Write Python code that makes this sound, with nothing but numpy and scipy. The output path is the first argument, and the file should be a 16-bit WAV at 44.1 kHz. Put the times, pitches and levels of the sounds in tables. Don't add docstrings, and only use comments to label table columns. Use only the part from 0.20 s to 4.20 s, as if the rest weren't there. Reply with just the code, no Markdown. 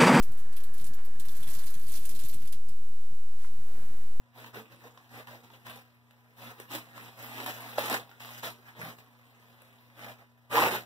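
import sys
import numpy as np
from scipy import signal
from scipy.fft import rfft, irfft
from scipy.io import wavfile

SR = 44100
rng = np.random.default_rng(int(sys.argv[2]) if len(sys.argv) > 2 else 0)


def to_wav(sig):
    pcm = np.clip(np.atleast_2d(sig), -1, 1) * 32767
    pcm = np.round(pcm).astype(np.int16)
    wavfile.write(sys.argv[1], SR, pcm.T)


N = 176400
T = np.arange(N) / SR

# time in seconds, level in dB.
RUMBLE_LEVELS = [(0, -51), (0.2, -58.5), (0.9, -57.5), (1.25, -56), (1.55, -60), (1.8, -52.5), (2.1, -54.5),
                 (2.3, -58), (3.0, -62), (3.45, -58.5), (3.56, -53.5), (3.7, -55.5), (4, -57.5)]
# frequency in Hz, gain in dB.
RUMBLE_COLOUR = [(20, -4), (45, 5), (70, -1.5), (115, -1.5), (165, -7), (230, -5), (330, -11), (500, -19),
                 (800, -41), (2000, -44.5)]
# time in seconds, level in dB relative to its loudest.
WHINE_LEVELS = [(0, -12), (0.27, 0), (0.8, -3), (1.5, 0), (1.7, -16), (3.05, -36), (3.15, -0.5),
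                (3.22, -35)]
# frequency in Hz, half-width in Hz, gain in dB.
WHINE_PEAKS = [(1090, 54, -12.5), (1440, 30, -8), (1700, 32, 0.5)]
# time in seconds, relative level in dB.
RUSH_LEVELS = [(0, -62), (0.76, -63), (0.79, -52.5), (0.825, -63.5), (1.15, -62), (1.36, -57), (1.65, -64),
               (1.8, -63.5), (2.15, -69), (2.4, -78.5)]
# frequency in Hz, gain in dB.
RUSH_COLOUR = [(200, -4), (600, -5), (1000, 0.5), (1900, -2), (2400, -10), (4000, -16), (12000, -30.5)]
HISS_COLOUR = [(600, -20), (800, -5.5), (2390, -5.5), (10500, -8.5), (12500, -3), (15000, -11)]
# start in seconds, relative level in dB, ring pitch in Hz,
# brightness in dB per octave.
LANDINGS = [(0.027, -41.5, 10800, 1.5), (0.118, -50, 13300, -0.5), (0.175, -50.5, 7400, -1),
            (0.19, -49, 10200, 1.5), (0.3269, -50.5, 6600, -3.0), (0.3651, -40.5, 8600, 0),
            (0.403, -52.5, 7200, -3.5), (0.4366, -45.5, 12400, 0.5), (0.5392, -47.5, 12400, 1),
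            (0.5795, -47.5, 11500, 0.0), (0.598, -48.5, 11500, 0), (0.612, -47.5, 11400, -1),
            (0.643, -42, 7540, 0.5), (0.6655, -44, 11300, 0.5), (0.7347, -47.3, 7000, 2.5),
            (0.85, -48, 10400, -1), (0.9981, -39.5, 7200, 1), (1.052, -44.5, 12900, 1.5),
            (1.085, -41.5, 3440, 2), (1.116, -47.5, 8300, 1), (1.146, -48, 7600, -3),
            (1.167, -43, 12400, -1), (1.2055, -47, 10300, -0.5), (1.228, -41.5, 3350, -3),
            (1.2703, -49, 8000, -3), (1.2765, -43, 12000, -1.5), (1.286, -43.5, 10000, 1),
            (1.3, -40.5, 11000, 1.5), (1.3335, -41, 7100, 4), (1.3499, -42, 7450, -2),
            (1.3875, -43, 4460, 1), (1.4354, -46.5, 9000, -3), (1.461, -41.5, 11200, 0.5),
            (1.4688, -42.5, 4100, 1.5), (1.5031, -46, 12900, 3), (1.541, -44.5, 6110, -1.5),
            (1.596, -47.5, 11400, -2), (1.627, -47.5, 8400, 1), (1.6814, -43.5, 8300, 0),
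            (1.696, -44, 11000, 2), (1.72, -40, 6200, 0), (1.742, -43.5, 5860, -2.5), (1.759, -40, 9500, 3),
            (1.7697, -44, 12000, -1), (1.8312, -47, 12900, 0.5), (1.8533, -37, 9300, -0.5),
            (1.8922, -38.5, 12100, -0.5), (1.9093, -47, 12400, -1.5), (1.95, -42, 4200, 2),
            (1.963, -47.5, 4300, -1), (1.9917, -40.5, 9000, 1), (2.0092, -45.5, 6900, -3),
            (2.0364, -43, 3600, 0), (2.049, -43, 4100, 3.5), (2.0595, -47.5, 4480, -3),
            (2.0851, -42.5, 4100, 5), (2.093, -45.5, 9100, -3), (2.129, -45.5, 9800, -1.5),
            (2.136, -43.5, 10040, 0), (2.143, -47.5, 11000, 0), (2.219, -49.5, 10900, -3.5),
            (2.2532, -50.5, 8050, -4), (2.274, -46.5, 4970, -1.5), (2.3238, -40, 9100, -2),
            (2.4855, -48.5, 5200, -2.5)]
# time in seconds, relative level in dB.
PATTER_LEVELS = [(0.1, -71), (0.5, -73), (0.56, -62), (0.62, -64), (0.72, -79), (0.98, -68.5), (1.1, -58.5),
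                 (1.25, -57), (1.31, -48.5), (1.42, -53.5), (1.53, -54), (1.65, -55.5), (1.76, -47),
                 (1.81, -54), (1.97, -54), (2.05, -52.5), (2.18, -60.5), (2.27, -59), (2.31, -80)]
# frequency in Hz, gain in dB.
CLICK_COLOUR = [(60, -14), (160, -1.5), (260, -8), (500, -15), (1000, -11.5), (2000, -6), (3500, -1.5),
                (6000, -2.5), (8000, -1), (12000, 3), (15000, -0.5)]
# middle in seconds, relative level in dB.
BUMPS = [(0.107, -48.5), (0.266, -56.5), (0.501, -55.5), (0.627, -48), (0.707, -50), (0.983, -53.5),
         (1.074, -55), (1.21, -53.5), (1.29, -53.5), (1.367, -53.5), (1.458, -54.5), (1.567, -51.5),
         (1.637, -52), (1.693, -53.5), (1.95, -49), (2.041, -48.5), (2.162, -48.5), (2.235, -54),
         (2.352, -52.5), (2.5, -52.5), (2.613, -57), (2.717, -56.5), (2.928, -54), (3.323, -54.5),
         (3.401, -53), (3.55, -52.5), (3.61, -50.5), (3.715, -53), (3.803, -56)]
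# frequency in Hz, gain in dB.
BUMP_COLOUR = [(30, -8), (70, -2.5), (120, 2.5), (170, -4), (230, -5), (330, -14.5), (600, -24), (900, -30),
               (2000, -51.5)]
TICK_COLOUR = [(100, -13), (380, 1.5), (700, 0), (1000, -17), (2500, -38.5)]
# time in seconds, level in dB.
RUSTLE_LEVELS = [(3.05, -70), (3.24, -62.5), (3.33, -65.5), (3.48, -60.5), (3.61, -57), (3.68, -59.5),
                 (3.77, -59.5), (3.98, -63.5)]
# middle in seconds, width in seconds, relative level in dB.
BRUSHES = [(3.24, 0.037, -57), (3.62, 0.21, -62.5)]
# frequency in Hz, gain in dB.
RUSTLE_COLOUR = [(100, -12), (300, -5), (700, -1.5), (1900, -5), (2600, -13.5), (6000, -20), (15000, -11)]
BRUSH_COLOUR = [(500, -17), (2000, 2.5), (5000, -2.5), (10000, -1), (15000, -10)]
# pitch in Hz, relative level in dB, seconds to fade by 60 dB.
KNOCK_TONES = [(1020, 1.5, 0.053), (1290, -2, 0.043), (1390, 10, 0.021), (1560, -2, .04), (1825, -5, .04),
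               (2090, -0.5, 0.036)]


def undb(db):
    return 10 ** (np.asarray(db) / 20)


def unit(x):
    return x / np.sqrt(np.mean(x ** 2))


def unit_energy(x):
    return x / np.sqrt(np.sum(x ** 2, axis=-1, keepdims=True))


def curve(rows):
    return undb(np.interp(T, *np.array(rows).T))


def swell(at_s, width_s):
    return np.exp(-.5 * ((T - at_s) / width_s) ** 2)


def colour(x, points):
    hz, db = np.array(points).T
    size = 2 * N
    freqs = np.maximum(np.fft.rfftfreq(size, 1 / SR), 1)
    gains = undb(np.interp(np.log(freqs), np.log(hz), db))
    cepstrum = irfft(np.log(gains))
    cepstrum[1:N] *= 2
    cepstrum[N + 1:] = 0
    return irfft(rfft(x, size) * np.exp(rfft(cepstrum)))[..., :N]


def noise(points, side_db):
    mid, side = rng.standard_normal((2, N))
    return unit(colour(mid + undb(side_db) * side * np.array([[1], [-1]]), points))


def add(track, at_s, sound):
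    start = int(np.clip(at_s * SR, 0, track.shape[-1] - 1))
    part = sound[..., :track.shape[-1] - start]
    track[..., start:start + part.shape[-1]] += part


def room(whine_db=-69.5, hiss_db=-60.5):
    rumble = noise(RUMBLE_COLOUR, side_db=-7.5) * curve(RUMBLE_LEVELS)
    freqs = np.fft.rfftfreq(N, 1 / SR)
    peaks = sum(undb(db) / (1 + ((freqs - hz) / width) ** 2) for hz, width, db in WHINE_PEAKS)
    whine = unit(irfft(rfft(rng.standard_normal(N)) * peaks, N))
    whine *= curve(WHINE_LEVELS) * undb(whine_db)
    rush = noise(RUSH_COLOUR, side_db=-6) * curve(RUSH_LEVELS) * undb([[-1.5], [1]])
    hiss = noise(HISS_COLOUR, side_db=1) * undb(hiss_db)
    return rumble + whine + rush + hiss


def click(ring_hz, crack_s=0.00018, ring_cycles=8, long_pellet_hz=3300):
    t = T[:900]
    crack = unit_energy(rng.standard_normal(len(t)) * np.exp(-t / crack_s))
    ring = unit_energy(np.sin(2 * np.pi * ring_hz * t) * np.exp(-t * ring_hz / ring_cycles))
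    ring_db = -8.5 - 5 * np.log2(ring_hz / long_pellet_hz)
    return crack + undb(ring_db) * ring


def landings(bounces=4, gap_s=0.003, fade_s=0.013, pitch_spread=0.045, gain_db=25):
    out = np.zeros((2, N))
    size = 2048
    octaves = np.log2(np.clip(np.fft.rfftfreq(size, 1 / SR), 1500, 15000) / 8000)
    for at_s, db, ring_hz, brightness in LANDINGS:
        hit = click(ring_hz)
        hit = np.pad(hit, (0, size - len(hit)))
        for delay in np.cumsum(gap_s * rng.uniform(.3, 1.7, bounces)):
            bounce = click(ring_hz * (1 + pitch_spread * rng.uniform(-1, 1)))
            bounce_db = -2.5 + 2 * rng.standard_normal()
            add(hit, delay, bounce * undb(bounce_db) * np.exp(-delay / fade_s))
        tilt = np.roll(irfft(undb(brightness * octaves)), 20)[:40]
        hit = np.convolve(unit_energy(hit), tilt)
        add(out, at_s, hopper_echo(hit) * undb(db + gain_db))
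    return out


def hopper_echo(x, early_fade_s=0.0064, tail_s=0.17):
    t = T[:10000]
    early = rng.standard_normal((2, len(t))) ** 3
    early = unit_energy(early * np.exp(-t / early_fade_s) * (1 - np.exp(-t / 0.00054)))
    tail = rng.standard_normal((2, len(t))) * undb(-60 * t / tail_s)
    tail = unit_energy(tail * (1 - np.exp(-t / 0.0043)))
    response = (early + undb(-1) * tail) * undb([[-6.5], [0]])
    response[:, 0] += undb([-22.5, 0])
    return signal.fftconvolve(x[None], response, axes=1)[:, :N]


def patter(spots=10, clicks_per_s=480, spread_db=4):
    out = np.zeros((2, N))
    slot_s = spots / clicks_per_s
    for _ in range(spots):
        clicks = np.zeros(N)
        for start_s in np.arange(0, PATTER_LEVELS[-1][0], slot_s):
            at_s = start_s + rng.uniform(0, slot_s)
            ring_hz = rng.uniform(3586, 13230)
            add(clicks, at_s, click(ring_hz) * undb(spread_db * rng.standard_normal()))
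        out += hopper_echo(clicks * curve(PATTER_LEVELS))
    return out * np.sqrt(SR / clicks_per_s) * undb(-0.5)


def handling_bumps(width_s=0.017):
    swells = sum(undb(db - 1) * swell(at_s, width_s) for at_s, db in BUMPS)
    return noise(BUMP_COLOUR, side_db=-12.5) * swells


def handling_ticks(ticks_per_s=40, level_db=-68.5):
    is_tick = rng.random(N) < ticks_per_s / SR
    strength = rng.uniform(0.47, 1, N) * curve(RUMBLE_LEVELS)
    return unit(colour(is_tick * strength, TICK_COLOUR)) * undb(level_db)


def sleeve():
    rustle = noise(RUSTLE_COLOUR, side_db=-11) * curve(RUSTLE_LEVELS)
    swells = sum(undb(db) * swell(at_s, width_s) for at_s, width_s, db in BRUSHES)
    brushes = noise(BRUSH_COLOUR, side_db=4) * swells * undb([[-2.5], [1.5]])
    return rustle + brushes


def knock(at_s=3.244, gain_db=-46, rise_s=0.0027):
    t = np.maximum(T - at_s, 0)
    ring = sum(undb(db - 60 * t / fade_s) * np.sin(2 * np.pi * hz * t) for hz, db, fade_s in KNOCK_TONES)
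    return undb(gain_db) * ring * (1 - np.exp(-t / rise_s)) * undb([[-3], [0]])


def scene():
    pellets = colour(landings() + patter(), CLICK_COLOUR)
    return pellets + room() + handling_bumps() + handling_ticks() + sleeve() + knock()


def record(dry):
    top_hz, offset = 15400, -0.1255
    lowpass = signal.ellip(10, .2, 70, top_hz, fs=SR, output="sos")
    return signal.sosfilt(lowpass, dry) + offset


dry = scene()
out = record(dry)
to_wav(out)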